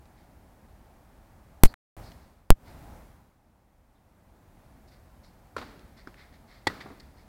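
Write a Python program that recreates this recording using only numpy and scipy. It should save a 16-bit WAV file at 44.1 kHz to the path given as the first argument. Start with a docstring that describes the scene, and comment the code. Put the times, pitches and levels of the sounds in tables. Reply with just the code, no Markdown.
"""A tennis ball in doubles on an indoor clay court, the microphone behind the near baseline: a far
serve, its soft bounce and a close return, each ringing briefly and echoing round the hall. Shoes
scuff the clay over the hall's rumble. Before the rally two loud electrical pops overload the channel;
it drops out after the first, and the background swells and sinks until it settles."""
import sys
import numpy as np
from scipy import signal
from scipy.fft import rfft, irfft
from scipy.io import wavfile
from scipy.ndimage import uniform_filter1d

SR = 44100
rng = np.random.default_rng(int(sys.argv[2]) if len(sys.argv) > 2 else 0)


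def inscribe(sig):
    """Save sig as 16-bit PCM at rate SR to the path in sys.argv[1].

    A 1-D sig is mono; a 2-D sig holds one channel per row.
    Samples are clipped to [-1, 1] before scaling.
    """
    pcm = np.round(np.clip(np.atleast_2d(sig).T, -1, 1) * 32767)
    wavfile.write(sys.argv[1], SR, pcm.astype(np.int16))


N = 321043
T = np.arange(N) / SR


def undb(db):
    """Decibels to gain."""
    return 10 ** (np.asarray(db) / 20)


def unit(x):
    """Scale to rms 1."""
    return x / np.sqrt(np.mean(x ** 2))


def fade(t, t60):
    """Exponential decay that starts at t = 0."""
    return (t >= 0) * np.exp(-np.log(1000) * np.maximum(t, 0) / t60)


def add(out, start, x):
    """Mix x into out from start, in seconds."""
    i = int(round(start * SR))
    out[i:i + len(x)] += x[:max(len(out) - i, 0)]


def bin_hz(size):
    """Frequencies of a spectrum's bins, 1 Hz at the least."""
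    return np.maximum(np.fft.rfftfreq(size, 1 / SR), 1)


def coloured(points, size):
    """Noise of rms 1, its spectrum drawn through (f/Hz, level/dB) points."""
    hz, db = np.transpose(points)
    gain = undb(np.interp(np.log(bin_hz(size)), np.log(hz), db))
    return unit(irfft(rfft(rng.standard_normal(size)) * gain, size))


def band(hz, q, size):
    """Noise of rms 1 in one steep-sided resonance."""
    f = bin_hz(size)
    detuning = q * (f / hz - hz / f)
    return unit(irfft(rfft(rng.standard_normal(size)) / (1 + detuning ** 2), size))


# Rumble and hiss of the hall, all round the microphone: f/Hz, relative level/dB
ROOM_SPECTRUM = [(18, -20), (28, -1.5), (65, 1), (150, -8.5), (230, -8.5), (430, -18.5), (620, -15),
                 (780, -18.5), (1050, -21), (1500, -24.5), (2200, -29), (2900, -34.5), (7000, -38.5),
                 (15500, -38.5)]


def room_tone(rumble_db=-55.5, middle_db=-70, waver_db=2, waver_s=0.1):
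    """The hall rumbles and hisses steadily while a band in its hollow middle wavers."""
    knots = np.arange(N // 100) * waver_s
    waver = np.interp(T, knots, rng.standard_normal(len(knots)))
    middle = undb(middle_db + waver_db * waver) * band(hz=794, q=2.5, size=N)
    return undb(rumble_db) * coloured(ROOM_SPECTRUM, N) + middle


# Electrical pops at the microphone input: flip t/s, polarity when stuck, spike length/s, spike
# offset/rail, squeal level/dB, time stuck/s, sputter level/dB, background surge/dB, time until it sinks/s
INPUT_POPS = [(1.6366, -1, .0018, .7, -4.5, .0216, -27.5, 13, 0.3),
              (2.5047, 1, 0.00054, 0.68, -6, .0157, -56, 7.5, 0.46)]
# Tones of the squeal inside a spike: f/Hz, relative level/dB
SQUEAL_TONES = [(4300, -15), (5900, -12), (8200, -5), (10800, -7), (11900, -5.5), (13300, -1.5),
                (14700, -8)]
# The stuck input sags from its rail and clicks back: click t/s, sag length/s, depth/rail
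RAIL_SAGS = [(1.6525, .0025, .16), (1.657, .0007, .2), (2.517, .0009, .11)]


def pops(rail=0.71, recover_s=0.0056, crackle_db=-20):
    """A squealing spike throws the input to one rail; it flips to the other, sticks, then drains."""
    out = np.zeros(N)
    sag = sum(depth * np.maximum(1 + (T - click) / length, 0) * (T < click)
              for click, length, depth in RAIL_SAGS)
    for flip, polarity, spike_s, offset, squeal_db, stuck_s, sputter_db, *_ in INPUT_POPS:
        t = T - flip
        progress = np.clip(1 + t / spike_s, 0, 1)
        squeal = sum(undb(squeal_db + db) * np.sin(2 * np.pi * hz * t) for hz, db in SQUEAL_TONES)
        crackle = undb(crackle_db) * band(hz=8700, q=0.9, size=N)
        push = offset * rail * np.minimum(6 * progress, 1)
        spike = np.clip(np.sin(np.pi * progress) * (squeal + crackle) - push, -rail, rail)
        drain = np.exp(-np.maximum(t - stuck_s, 0) / recover_s)
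        # at the rail the sputter can only pull inwards
        sputter = undb(sputter_db) * np.abs(band(hz=4400, q=0.88, size=N))
        stuck = drain * (rail * (1 - sag) - sputter)
        out += np.sign(polarity) * np.where(t < 0, spike, stuck)
    return out


def swell(rise_db_per_s=76.5, sink_db_per_s=37.5, creep_db_per_s=9.5, lull_db=-7.5, creep_after_s=1.34):
    """Gain of the room tone: after a pop it surges, sinks towards a lull, then creeps back."""
    level_db = np.zeros(N)
    for flip, *_, surge_db, hold_s in INPUT_POPS:
        t = T - flip
        rise = np.interp(flip, T, level_db) + rise_db_per_s * t
        sink = surge_db - sink_db_per_s * np.maximum(t - hold_s, 0)
        creep = np.minimum(lull_db + creep_db_per_s * np.maximum(t - creep_after_s, 0), 0)
        level_db = np.where(t > 0, np.minimum(rise, np.maximum(sink, creep)), level_db)
    return undb(level_db)


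def riding_hiss(sound, release_s=0.052, hiss_db=-46):
    """Recorder hiss that rises with the sound and sinks back after it."""
    pole = np.exp(-1 / (release_s * SR))
    envelope = signal.lfilter([1 - pole], [1, -pole], np.abs(sound))
    return undb(hiss_db) * np.sqrt(envelope) * rng.standard_normal(N)


# Small ticks with no hall on them: t/s, level/dB, f/Hz, t60/s
DRY_TICKS = [(.056, -63, 3150, 0.033), (1.7404, -31.5, 1290, 0.0049), (2.1177, -49, 2890, 0.026),
             (5.794, -53.5, 3500, 0.012), (6.1428, -49.5, 1730, 0.02)]


def ticks():
    """Each click is a broad band of noise that dies at once."""
    out, size = np.zeros(N), SR // 10
    for start, db, hz, t60 in DRY_TICKS:
        add(out, start, undb(db) * band(hz, q=1, size=size) * fade(T[:size], t60))
    return out


def pressure(length):
    """Pressure of one slide, quick to build and slower to ease."""
    progress = T[:SR // 2] / length
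    return (progress / 0.45 * np.exp(1 - progress / 0.36)) ** 1.5


# Squeaks, faint at the microphone: t/s, length/s, level/dB, f/Hz
FAINT_SQUEAKS = [(1.654, 0.06, -52.5, 4443), (3.948, 0.034, -75, 3620)]


def squeaks():
    """Narrow bands of noise whistle briefly."""
    out = np.zeros(N)
    for start, length, db, hz in FAINT_SQUEAKS:
        add(out, start, undb(db) * pressure(length) * band(hz, q=6.9, size=SR // 2))
    return out


# Hiss of a sole on loose clay: f/Hz, relative level/dB
SOLE_HISS = [(500, -26.5), (1500, -18), (3300, -14.5), (4300, 2), (5300, -3), (6100, -13), (8200, -15),
             (10000, -21.5), (15000, -28)]
# Duller grind of the grains under weight: f/Hz, relative level/dB
CLAY_GRIND = [(300, -19.5), (1000, -5), (1500, -2), (2100, 4), (2800, -13.5), (3700, -5.5), (4600, -11),
              (7000, -32.5)]
# Slides out on the court: t/s, length/s, hiss level/dB, grind level/dB relative to the hiss
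SHOE_SLIDES = [(0.15, 0.1, -75.5, 8), (2.016, 0.11, -58, -6), (2.171, 0.12, -74.5, 6),
               (2.649, 0.09, -64.5, 5), (4.872, 0.036, -64, -12), (4.906, 0.062, -65.5, 3),
               (5.226, 0.069, -62.5, -6), (5.96, 0.071, -61.5, 3.5), (6.161, 0.11, -64.5, 10.5),
               (6.32, 0.049, -65, 5), (6.463, 0.16, -64.5, 6), (6.803, 0.025, -53, 12),
               (6.997, 0.012, -50.5, -2.5), (7.165, 0.075, -66.5, 2.5)]


def shoes(grain_db=1.6, tail_db=-9, tail_t60=1):
    """Soles slide over loose clay: a grainy hiss over a duller grind, lingering in the hall."""
    out, size = np.zeros(N), SR // 2
    decay = fade(T[:size], tail_t60) ** 2
    for start, length, db, grind_db in SHOE_SLIDES:
        grains = undb(grain_db * unit(uniform_filter1d(rng.standard_normal(size), size=90)))
        grit = coloured(SOLE_HISS, size) + undb(grind_db) * coloured(CLAY_GRIND, size)
        power = pressure(length) ** 2
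        linger = np.abs(signal.fftconvolve(power, decay / decay.sum())[:size])
        envelope = np.sqrt(power + undb(tail_db) ** 2 * linger)
        add(out, start, undb(db) * envelope * grains * grit)
    return out


# The dull pock that a blow sends out into the hall: f/Hz, relative level/dB
POCK_SPECTRUM = [(60, -6), (280, 2.5), (480, -3.5), (900, -3), (1400, -4.5), (2200, -10.5), (3000, -17.5),
                 (4400, -12.5), (6000, -23), (10000, -31.5), (15000, -30)]
# Decay of the diffuse sound under the roof: f/Hz, t60/s
HALL_DECAY = [(150, 1.8), (800, 0.9), (2000, 1), (4500, 0.89), (12000, 0.73)]


def hall(echoes, bright_hz, tail_db, build_s=0.013, smear_s=0.065, smear_per_delay=0.24, dulling_s=0.025):
    """Stands and walls scatter a blow, duller and more smeared from further off, over a long tail."""
    t = T[:SR * 3 // 2]
    size, f = len(t), bin_hz(len(t))
    hz, t60s = np.transpose(HALL_DECAY)
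    diffuse = rfft(coloured(POCK_SPECTRUM, size))
    band_shares = [np.interp(np.log(f), np.log(hz), row) for row in np.eye(len(hz))]
    tail = sum(irfft(diffuse * share, size) * fade(t, t60) for share, t60 in zip(band_shares, t60s))
    out = undb(tail_db) * tail * np.minimum(t / build_s, 1)
    for delay, db in echoes:
        smear_t60 = smear_s + smear_per_delay * delay
        edge_hz = bright_hz / (1 + delay / dulling_s)
        scatter = irfft(rfft(coloured(POCK_SPECTRUM, size)) / np.sqrt(1 + (f / edge_hz) ** 4), size)
        out += undb(db) * scatter * fade(t - delay, smear_t60)
    return out


# Snap of the ball's felt: f/Hz, relative level/dB
FELT_SNAP = [(200, 4.5), (800, 7.5), (2200, 8.5), (3000, -5), (4600, 7.5), (6000, -9.5), (8000, -8),
             (11000, -14), (15000, -32)]


def strike(modes, contact_s, snap_db, snap_t60):
    """The ball drives the modes during its contact, and the felt snaps as it leaves."""
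    t = T[:SR // 4]
    grip = np.minimum(t / contact_s, 1)
    ring = sum((-1) ** k * undb(db) * np.sin(2 * np.pi * hz * t) * fade(t, t60)
               for k, (hz, db, t60) in enumerate(modes))
    snap = coloured(FELT_SNAP, len(t)) * fade(np.maximum(t - contact_s, 0), snap_t60)
    return grip * ring + np.sqrt(grip) * undb(snap_db) * snap


# Modes of the ball on clay: f/Hz, relative level/dB, t60/s
CLAY_MODES = [(286, 1, 0.026), (750, -9, .008), (1270, 2, 0.0095), (1570, 3, 0.011), (2150, -14, .014),
              (5100, -9, 0.0086)]
# Reflections of the bounce: delay/s, relative level/dB
CLAY_ECHOES = [(.003, -12), (.02, -28)]


def bounce():
    """The ball lands softly on the clay, with dull reflections."""
    direct = strike(CLAY_MODES, contact_s=0.0005, snap_db=-16, snap_t60=0.02)
    return direct, hall(CLAY_ECHOES, bright_hz=2900, tail_db=-25)


# Modes of ball and racket at the far end: f/Hz, relative level/dB, t60/s
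FAR_MODES = [(75, -21, .4), (130, -25, .25), (423, 6.5, 0.016), (570, -1, 0.025), (1060, 4.5, 0.021),
             (1390, 11.5, 0.016), (1840, -5, 0.024), (2220, -24, 0.023), (4270, -17, 0.017)]
# Reflections of the serve: delay/s, relative level/dB
FAR_ECHOES = [(.005, -15), (.017, -9), (.026, -16), (.0505, -11.5), (.061, -16)]


def far_serve():
    """Racket meets ball a court's length from the microphone, wet with echo."""
    direct = strike(FAR_MODES, contact_s=0.0039, snap_db=-10.5, snap_t60=0.014)
    return direct, hall(FAR_ECHOES, bright_hz=12000, tail_db=-19)


# Modes of ball and racket at the near baseline: f/Hz, relative level/dB, t60/s
NEAR_MODES = [(103, -15.5, 0.078), (330, 3.5, 0.021), (520, -3.5, 0.025), (862, 8.5, 0.017),
              (1230, -19, 0.038), (1942, -4, 0.053), (2116, 9, 0.011), (3360, -3.5, 0.02),
              (3636, -13, 0.039), (4555, -5.5, 0.028), (7000, -9, 0.017)]
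# Reflections of the return: delay/s, relative level/dB
NEAR_ECHOES = [(.009, -25), (.0295, -26), (.095, -36), (.19, -28.5), (.234, -28.5)]


def near_return():
    """Racket meets ball close to the microphone, almost dry."""
    direct = strike(NEAR_MODES, contact_s=0.0056, snap_db=-10.5, snap_t60=0.018)
    return direct, hall(NEAR_ECHOES, bright_hz=10000, tail_db=-31.5)


def rally():
    """Serve, bounce and return each reach the microphone directly and by way of the hall."""
    out = np.zeros(N)
    # t/s, level/dB, blow
    blows = [(5.5645, -25.5, far_serve()), (6.073, -34.5, bounce()), (6.6692, -11, near_return())]
    for start, db, (direct, reflected) in blows:
        add(out, start, undb(db) * direct)
        add(out, start, undb(db) * reflected)
    return out


def scene():
    """One microphone behind the near baseline, with the hiss and pops of its channel."""
    play = rally() + shoes()
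    return (play + riding_hiss(play) + squeaks() + ticks() + swell() * room_tone() + pops())[None]


# Gaps in the microphone's channel: from t/s, to t/s
SILENT_GAPS = [(1.7325, 1.738), (1.743, 1.967)]


def record(dry, top_hz=16100):
    """The channel falls silent twice after the first pop; the top treble is cut."""
    live = np.all([(T < start) | (T > end) for start, end in SILENT_GAPS], axis=0)
    lowpass = signal.firwin(129, top_hz, fs=SR, window="blackman")
    return signal.fftconvolve(dry * live, lowpass[None], mode="same")


dry = scene()
out = record(dry)
inscribe(out)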